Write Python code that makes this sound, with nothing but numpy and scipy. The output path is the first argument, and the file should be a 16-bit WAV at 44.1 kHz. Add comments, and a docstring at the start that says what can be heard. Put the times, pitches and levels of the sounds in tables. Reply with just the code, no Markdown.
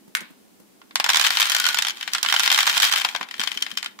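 """Small hard plastic balls spill from a chute into a toy-brick tray, bounce, collide and roll to rest.
Each impact radiates a short crack and excites the damped modes of the tray and of the ball itself.
Rolling balls tick over the seams, a hollow part resonates briefly and a few balls thud on the wall.
A gate snaps first and the toy bumps softly as it is handled. A small quiet room reverberates;
the listening point is a phone close above the tray."""
import sys
import numpy as np
from scipy import signal
from scipy.fft import rfft, irfft
from scipy.io import wavfile

SR = 44100
rng = np.random.default_rng(int(sys.argv[2]) if len(sys.argv) > 2 else 0)


def materialize(psi):
    """Save the field psi as 16-bit PCM at rate SR to the path in sys.argv[1].

    A 1-D psi becomes a single channel; in a 2-D psi each row is a channel.
    """
    bounded = np.clip(np.atleast_2d(psi).T, -1, 1)
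    quanta = np.round(bounded * 32767).astype(np.int16)
    wavfile.write(sys.argv[1], SR, quanta)


N = 176400

# Ball impacts. Each row: start in seconds, then relative body, clack and snap levels in dB.
IMPACTS = [(0.8158, -48, -50, -61), (0.9088, -51, -44, -61), (0.9559, -26, -19, -20),
           (0.9989, -22, -19, -23), (1.0419, -27, -19, -22), (1.062, -24, -25, -29),
           (1.0907, -23, -16, -19), (1.1005, -23, -17, -21), (1.1444, -25, -16, -23),
           (1.1571, -27, -18, -20), (1.1697, -26, -18, -19), (1.1961, -25, -18, -22),
           (1.2123, -29, -18, -20), (1.2475, -27, -17, -25), (1.2651, -29, -17, -22),
           (1.2695, -32, -21, -22), (1.3046, -26, -19, -25), (1.3707, -28, -18, -23),
           (1.3988, -27, -21, -22), (1.4055, -31, -21, -20), (1.4165, -31, -15, -24),
           (1.4259, -29, -18, -23), (1.4546, -33, -24, -27), (1.4971, -36, -22, -21),
           (1.518, -37, -22, -22), (1.5477, -29, -18, -20), (1.5643, -32, -21, -22), (1.599, -34, -25, -21),
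           (1.6405, -34, -21, -26), (1.6535, -35, -19, -26), (1.6649, -30, -17, -21),
           (1.6872, -28, -22, -22), (1.7442, -31, -22, -22), (1.7709, -35, -22, -31),
           (1.7867, -28, -18, -21), (1.8221, -33, -21, -21), (1.8484, -34, -22, -28),
           (1.8681, -36, -23, -28), (1.8829, -37, -25, -27), (1.8955, -40, -27, -31),
           (1.9053, -41, -27, -31), (2.0099, -42, -30, -40), (2.028, -44, -27, -36),
           (2.0767, -34, -25, -34), (2.1339, -36, -25, -22), (2.1484, -27, -19, -25),
           (2.1819, -41, -27, -32), (2.2289, -34, -22, -19), (2.2481, -26, -23, -31),
           (2.2609, -33, -20, -29), (2.2863, -36, -19, -28), (2.2989, -35, -20, -29),
           (2.3241, -23, -15, -22), (2.3396, -21, -19, -23), (2.3625, -33, -15, -27),
           (2.3952, -27, -19, -20), (2.4025, -31, -20, -25), (2.4332, -33, -21, -23),
           (2.4604, -31, -20, -25), (2.4759, -26, -16, -22), (2.5013, -28, -16, -24),
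           (2.5157, -27, -16, -21), (2.5249, -30, -17, -21), (2.5446, -31, -18, -22),
           (2.5761, -23, -19, -23), (2.5878, -23, -15, -23), (2.605, -31, -18, -22),
           (2.6293, -28, -20, -24), (2.6685, -26, -21, -26), (2.6745, -22, -16, -22),
           (2.6958, -31, -19, -22), (2.7679, -26, -22, -26), (2.7771, -31, -17, -19), (2.8, -30, -19, -21),
           (2.8214, -33, -20, -20), (2.8419, -32, -20, -22), (2.8497, -32, -20, -21),
           (2.9238, -31, -18, -23), (2.9367, -23, -20, -26), (2.9598, -33, -20, -27),
           (3.0158, -39, -24, -33), (3.0475, -28, -17, -27), (3.0877, -40, -26, -34),
           (3.1487, -29, -24, -36), (3.1612, -39, -26, -31), (3.211, -28, -28, -40),
           (3.2281, -34, -30, -40), (3.2868, -46, -39, -47), (3.3104, -44, -32, -39),
           (3.3405, -45, -31, -42), (3.3951, -38, -23, -31), (3.4024, -39, -27, -30),
           (3.4135, -37, -23, -33), (3.4356, -31, -26, -28), (3.4734, -35, -21, -29),
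           (3.5159, -42, -26, -36), (3.5731, -46, -25, -33), (3.623, -39, -20, -23), (3.664, -37, -29, -40),
           (3.714, -48, -32, -39), (3.7728, -39, -23, -25), (3.7835, -44, -32, -38),
           (3.8273, -38, -28, -33), (3.8445, -41, -34, -35), (3.8595, -39, -26, -37),
           (3.989, -39, -41, -45)]
# Modes of the tray. Each row: frequency in Hz, relative level in dB, time to decay 60 dB in seconds.
TRAY_MODES = [(808, -7.5, 0.021), (1090, 3, 0.013), (1446, -0.5, 0.026), (1840, -4, 0.0064),
              (2465, -9, 0.032), (3577, -4, 0.039), (5483, -6, 0.044), (7295, -7.5, 0.052)]
# Spectrum of crack and rattle. Each row: frequency in Hz, relative level in dB.
CRACK_SPECTRUM = [(40, -18.5), (150, -28.5), (480, -16.5), (820, 2), (1600, 3.5), (6000, -1), (10000, -7),
                  (15000, -10)]
# Shape of the two microphones' imbalance. Each row: frequency in Hz, unscaled left minus right in dB.
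MIC_BALANCE = [(300, -2.5), (1000, -22), (1500, -7), (2200, 3.5), (9000, -3), (14000, 3)]
# Place of the balls. Each row: time in seconds, left minus right in dB.
BALL_PAN = [(2.9, 1.5), (3.5, 3.5)]
# Envelope of the rolling. Each row: time in seconds, relative level in dB.
ROLL_ENVELOPE = [(.94, -75), (1.07, -36), (1.14, -21), (1.43, -24.5), (1.72, -26), (1.96, -40.5),
                 (2.2, -38.5), (2.28, -26.5), (2.65, -21.5), (2.989, -20.5), (3.12, -38.5), (3.27, -58),
                 (3.42, -34), (3.929, -51.5)]
# Thuds on the tray's wall. Each row: start in seconds, relative level in dB.
WALL_THUDS = [(3.0475, -23.5), (3.149, -29.5), (3.211, -31.5)]
# Snaps of the chute's gate. Each row: start in seconds, level in dB.
GATE_SNAPS = [(0.1505, -12), (0.1694, -25.5), (0.207, -32.5)]
# Spectrum of a snap. Each row: frequency in Hz, relative level in dB.
GATE_SPECTRUM = [(400, -27), (1000, -13), (1600, 0), (3100, -2.5), (4500, -8), (15000, -15)]
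# Bumps of the handled toy. Each row: start in seconds, relative level in dB.
TOY_BUMPS = [(0.079, -48.5), (0.211, -41), (0.304, -46), (0.599, -49.5), (3.205, -42), (3.39, -41.5),
             (3.56, -44), (3.721, -44)]
# Spectrum of a bump. Each row: frequency in Hz, relative level in dB.
BUMP_SPECTRUM = [(40, -40), (120, -28), (200, -6), (340, -14.5), (600, -24), (2000, -39)]
# Reverberation bands. Each row: frequency in Hz, time to decay 60 dB in seconds, gain in dB.
ROOM_BANDS = [(747, 0.54, -9.5), (1770, 0.27, -10.5), (3600, 0.35, -16), (8800, 0.11, -10)]
# Spectra of a thud and of the background. Each row: frequency in Hz, relative level in dB.
THUD_SPECTRUM = [(200, -27), (800, 7.5), (1100, 4), (2500, -37)]
AIR_SPECTRUM = [(30, -35), (160, -26), (197, -8), (350, -13.5), (520, -20.5), (1510, -29.5), (15500, -34)]

BAND_EDGES_HZ = (1400, 4500)  # body lies below, clack between, snap above
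SIZZLE_HZ, LOW_CUT_HZ = 9000, 147  # edge of the highest treble; the toy is too small to radiate bass
KNOCK_SAMPLES, CONTACT_S = 3072, 0.00061


def impacts(t60_trim=None):
    """A harder impact has a wider spectrum, so soft blows lack the highest treble."""
    rows = np.array(IMPACTS)
    hits = knocks(rows[:, 1:] + (1, 0, 1.88))
    sizzle = band(hits, SIZZLE_HZ, "high", order=1)
    sizzle_gain = undb(0.98 * np.clip(rows[:, 3] + 16.5, -20, 20))  # unity at a snap level of -16.5 dB
    hits = hits + sizzle * (sizzle_gain - 1)[:, None, None]
    return place(rows[:, 0], hits) * np.sqrt(0.0068 * SR)  # levels count energy over 6.8 ms


def knocks(bands_db):
    """Superposition of crack, tray and ball: one stereo knock for each row of three band levels."""
    count, t = len(bands_db), np.arange(KNOCK_SAMPLES) / SR
    rise = 1 - np.exp(-t / CONTACT_S)
    x = contact_noise(t, rise, count) + tray_ring(t, rise, count) + ball_ring(t, rise, bands_db)
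    left = colour(x[:, 0], MIC_BALANCE, power=0.65)
    right = colour(x[:, 1], MIC_BALANCE, power=-0.059)
    x = band(np.stack([left, right], axis=1), LOW_CUT_HZ, "high", order=1)
    pan_db = 4.5 * rng.standard_normal((count, 1, 1))  # blows land all over the tray
    x *= undb(pan_db * np.array([[.5], [-.5]]))
    body = band(x, BAND_EDGES_HZ[0], "low", order=6)
    clack = band(x, BAND_EDGES_HZ, "band", order=4)
    snap = band(x, BAND_EDGES_HZ[1], "high", order=4)
    return sum(part * (undb(db) / np.sqrt(np.sum(part ** 2, axis=(1, 2)) / 2))[:, None, None]
               for part, db in zip((body, clack, snap), bands_db.T))


def contact_noise(t, rise, count, crack_s=0.0005, walls_s=0.0038, rattle_s=0.012, coherence=0.52):
    """A brief contact radiates broadband sound: a crack and a duller rattle."""
    noise = rng.standard_normal((count, 3, len(t)))
    # part of the sound is common to both microphones, with a lag set by where the blow lands
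    lags = (rng.uniform(-1.1, 1, count) * 0.00023 * SR).astype(int)
    common = np.array([[np.roll(row, lag), row] for row, lag in zip(noise[:, 2], lags)])
    noise = np.sqrt(1 - coherence) * noise[:, :2] + np.sqrt(coherence) * common
    walls = undb(-8) * np.exp(-(t / walls_s) ** 4)  # echoes between the walls briefly sustain the crack
    crack = colour(noise * rise * (np.exp(-t / crack_s) + walls), CRACK_SPECTRUM)
    rattle = colour(noise[..., ::-1] * rise * np.exp(-t / rattle_s), CRACK_SPECTRUM)
    return undb(-1) * unit(crack) + undb(-4.5) * unit(band(rattle, 4050, "low"))


def tray_ring(t, rise, count, detune=0.045, scatter_db=2.5):
    """The tray vibrates as a sum of damped modes whose tuning and weight vary with the spot struck."""
    hz, db, t60 = np.array(TRAY_MODES).T[:, :, None]
    hz = hz * np.exp(detune * rng.standard_normal((count, len(db), 1)))
    modes = undb(db - 9.5) * unit(np.sin(2 * np.pi * hz * t) * rise * decay(t, t60))
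    weights = undb(scatter_db * rng.standard_normal((count, 1, len(db))))
    signs = np.sign(rng.standard_normal((count, 2, len(db))))
    return (weights * signs) @ modes


def ball_ring(t, rise, bands_db, natural_hz=3140, t60=0.022):
    """A ball's free vibration is strongest and truest in pitch when it strikes another ball."""
    clack_over_body_db = bands_db[:, 1] - bands_db[:, 0]  # such a blow leaves the tray quiet
    on_ball = np.clip(clack_over_body_db / 10, .5, 2)[:, None, None] ** 2
    hz = natural_hz * (1 + 0.04 / np.maximum(on_ball, 1) * rng.standard_normal(on_ball.shape))
    cycles = hz * t + rng.random((len(bands_db), 2, 1))
    return undb(-8) * on_ball * unit(np.sin(2 * np.pi * cycles) * rise * decay(t, t60))


def rolling(t, variants=128, ticks_per_s=560, scatter_db=5.2):
    """Balls that cross seams and jostle make shot noise: dense small impacts at random times."""
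    shapes = knocks(np.tile((-6.5, 4, -1), (variants, 1)))  # body, clack and snap in dB
    shapes = shapes + 0.2 * band(shapes, SIZZLE_HZ, "high", order=1)
    when, which = rng.random((int(ticks_per_s * N / SR), 2)).T
    strength = undb(scatter_db * rng.standard_normal((len(when), 1, 1)))
    ticks = place(when * N / SR, shapes[(which * variants).astype(int)] * strength)
    envelope_db = np.interp(t, *np.array(ROLL_ENVELOPE).T, left=-120, right=-120)
    return ticks / ticks.mean(0).std() * undb(envelope_db - 4.5)


def hollow_ring(t, strikes, hz=1479, width_hz=34):
    """Forced resonance: for a moment the strikes drive a hollow part, which rings in a narrow band."""
    ring = signal.lfilter(*signal.iirpeak(hz, hz / width_hz, fs=SR), strikes[1])
    ring *= np.sqrt(np.interp(t, (1.53, 1.69, 1.79), [0, 1, 0]))
    return ring / ring[ring != 0].std() * undb(-33.5) * np.array([[.5], [1.4]])


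def wall_thuds():
    """Balls strike the tray's wall, whose heavily damped response is a hollow thud."""
    return bursts(WALL_THUDS, THUD_SPECTRUM, decay_s=0.0086) * np.array([[.5], [1]])


def gate():
    """The plastic gate's snaps are near impulses and excite the room's reverberation strongly."""
    snaps = band(bursts(GATE_SNAPS, GATE_SPECTRUM, decay_s=0.0021), LOW_CUT_HZ, "high")
    return snaps + undb(7) * room(snaps)


def handling():
    """Soft contact with the hand excites mainly the toy's low frequencies."""
    return undb(-0.5) * bursts(TOY_BUMPS, BUMP_SPECTRUM, decay_s=0.013)


def room(x, onset_s=0.0007):
    """Diffuse reflections decay exponentially; the highest band is absorbed first."""
    t = np.arange(SR // 2) / SR
    rise = 1 - np.exp(-t / onset_s)
    tail = 0
    for hz, t60, db in ROOM_BANDS:
        echoes = unit(rng.standard_normal((2, len(t))) * decay(t, t60) * rise)
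        tail = tail + undb(db) * band(echoes, [hz / 1.49, hz * 1.34], "band")
    return signal.fftconvolve(x, tail, axes=1)[:, :N]


def air(level_db=-58.5):
    """Stationary noise: the low murmur of the room's air and faint microphone hiss."""
    x = colour(rng.standard_normal((2, N)), AIR_SPECTRUM)
    return x / x.mean(0).std() * undb(level_db)


def bursts(events, spectrum, decay_s):
    """Damped transients modelled as decaying filtered noise, one for each event."""
    starts, db = np.array(events).T
    t = np.arange(2 * KNOCK_SAMPLES) / SR
    x = colour(rng.standard_normal((len(starts), 2, len(t))) * np.exp(-t / decay_s), spectrum)
    return place(starts, unit(x) * np.sqrt(decay_s * SR) * undb(db)[:, None, None])


def decay(t, t60):
    """Exponential damping by 60 dB in t60 seconds."""
    return np.exp(-np.log(1000) * t / t60)


def undb(db):
    """Amplitude ratio of a level in dB."""
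    return 10 ** (np.asarray(db) / 20)


def unit(x):
    """Normalisation of every row to energy 1."""
    return x / np.sqrt(np.sum(x ** 2, axis=-1, keepdims=True) + 1e-20)


def colour(x, spectrum, power=1):
    """Minimum-phase filter whose gain is the spectrum raised to a power."""
    size = x.shape[-1]
    hz, db = np.array(spectrum, float).T
    log_hz = np.log(np.fft.rfftfreq(size, 1 / SR) + 1)
    log_gain = np.log(undb(power * np.interp(log_hz, np.log(hz), db)))
    cepstrum = irfft(log_gain, size)
    cepstrum[1:size // 2] *= 2  # folding the cepstrum makes the filter causal
    cepstrum[size // 2 + 1:] = 0
    return irfft(rfft(x) * np.exp(rfft(cepstrum)), size)


def band(x, hz, kind, order=2):
    """Filter with a maximally flat passband."""
    return signal.sosfilt(signal.butter(order, hz, kind, fs=SR, output="sos"), x)


def place(starts, sounds):
    """Superposition of stereo sounds, each delayed to its start in seconds."""
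    out = np.zeros((2, N + sounds.shape[-1]))
    for start, sound in zip(starts, sounds):
        i = int(np.clip(start * SR, 0, N))
        out[:, i:i + sound.shape[-1]] += sound
    return out[:, :N]


def scene():
    """Sound pressures add: the balls, their reverberation, the gate, the handling and the air."""
    t = np.arange(N) / SR
    pan_db = np.interp(t, *np.array(BALL_PAN).T)
    strikes = impacts() + rolling(t)
    balls = (strikes + hollow_ring(t, strikes)) * undb(np.array([pan_db, -pan_db]) / 2)
    balls += wall_thuds()
    return balls + room(balls) + gate() + handling() + air()


def record(dry, top_hz=15500):
    """Saturation in the phone rounds the highest peaks; a steep low-pass limits the bandwidth."""
    rounded = np.tanh(0.92 * dry) / 0.79
    return signal.sosfilt(signal.ellip(8, .2, 70, top_hz, fs=SR, output="sos"), rounded)


dry = scene()
out = record(dry)
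materialize(out)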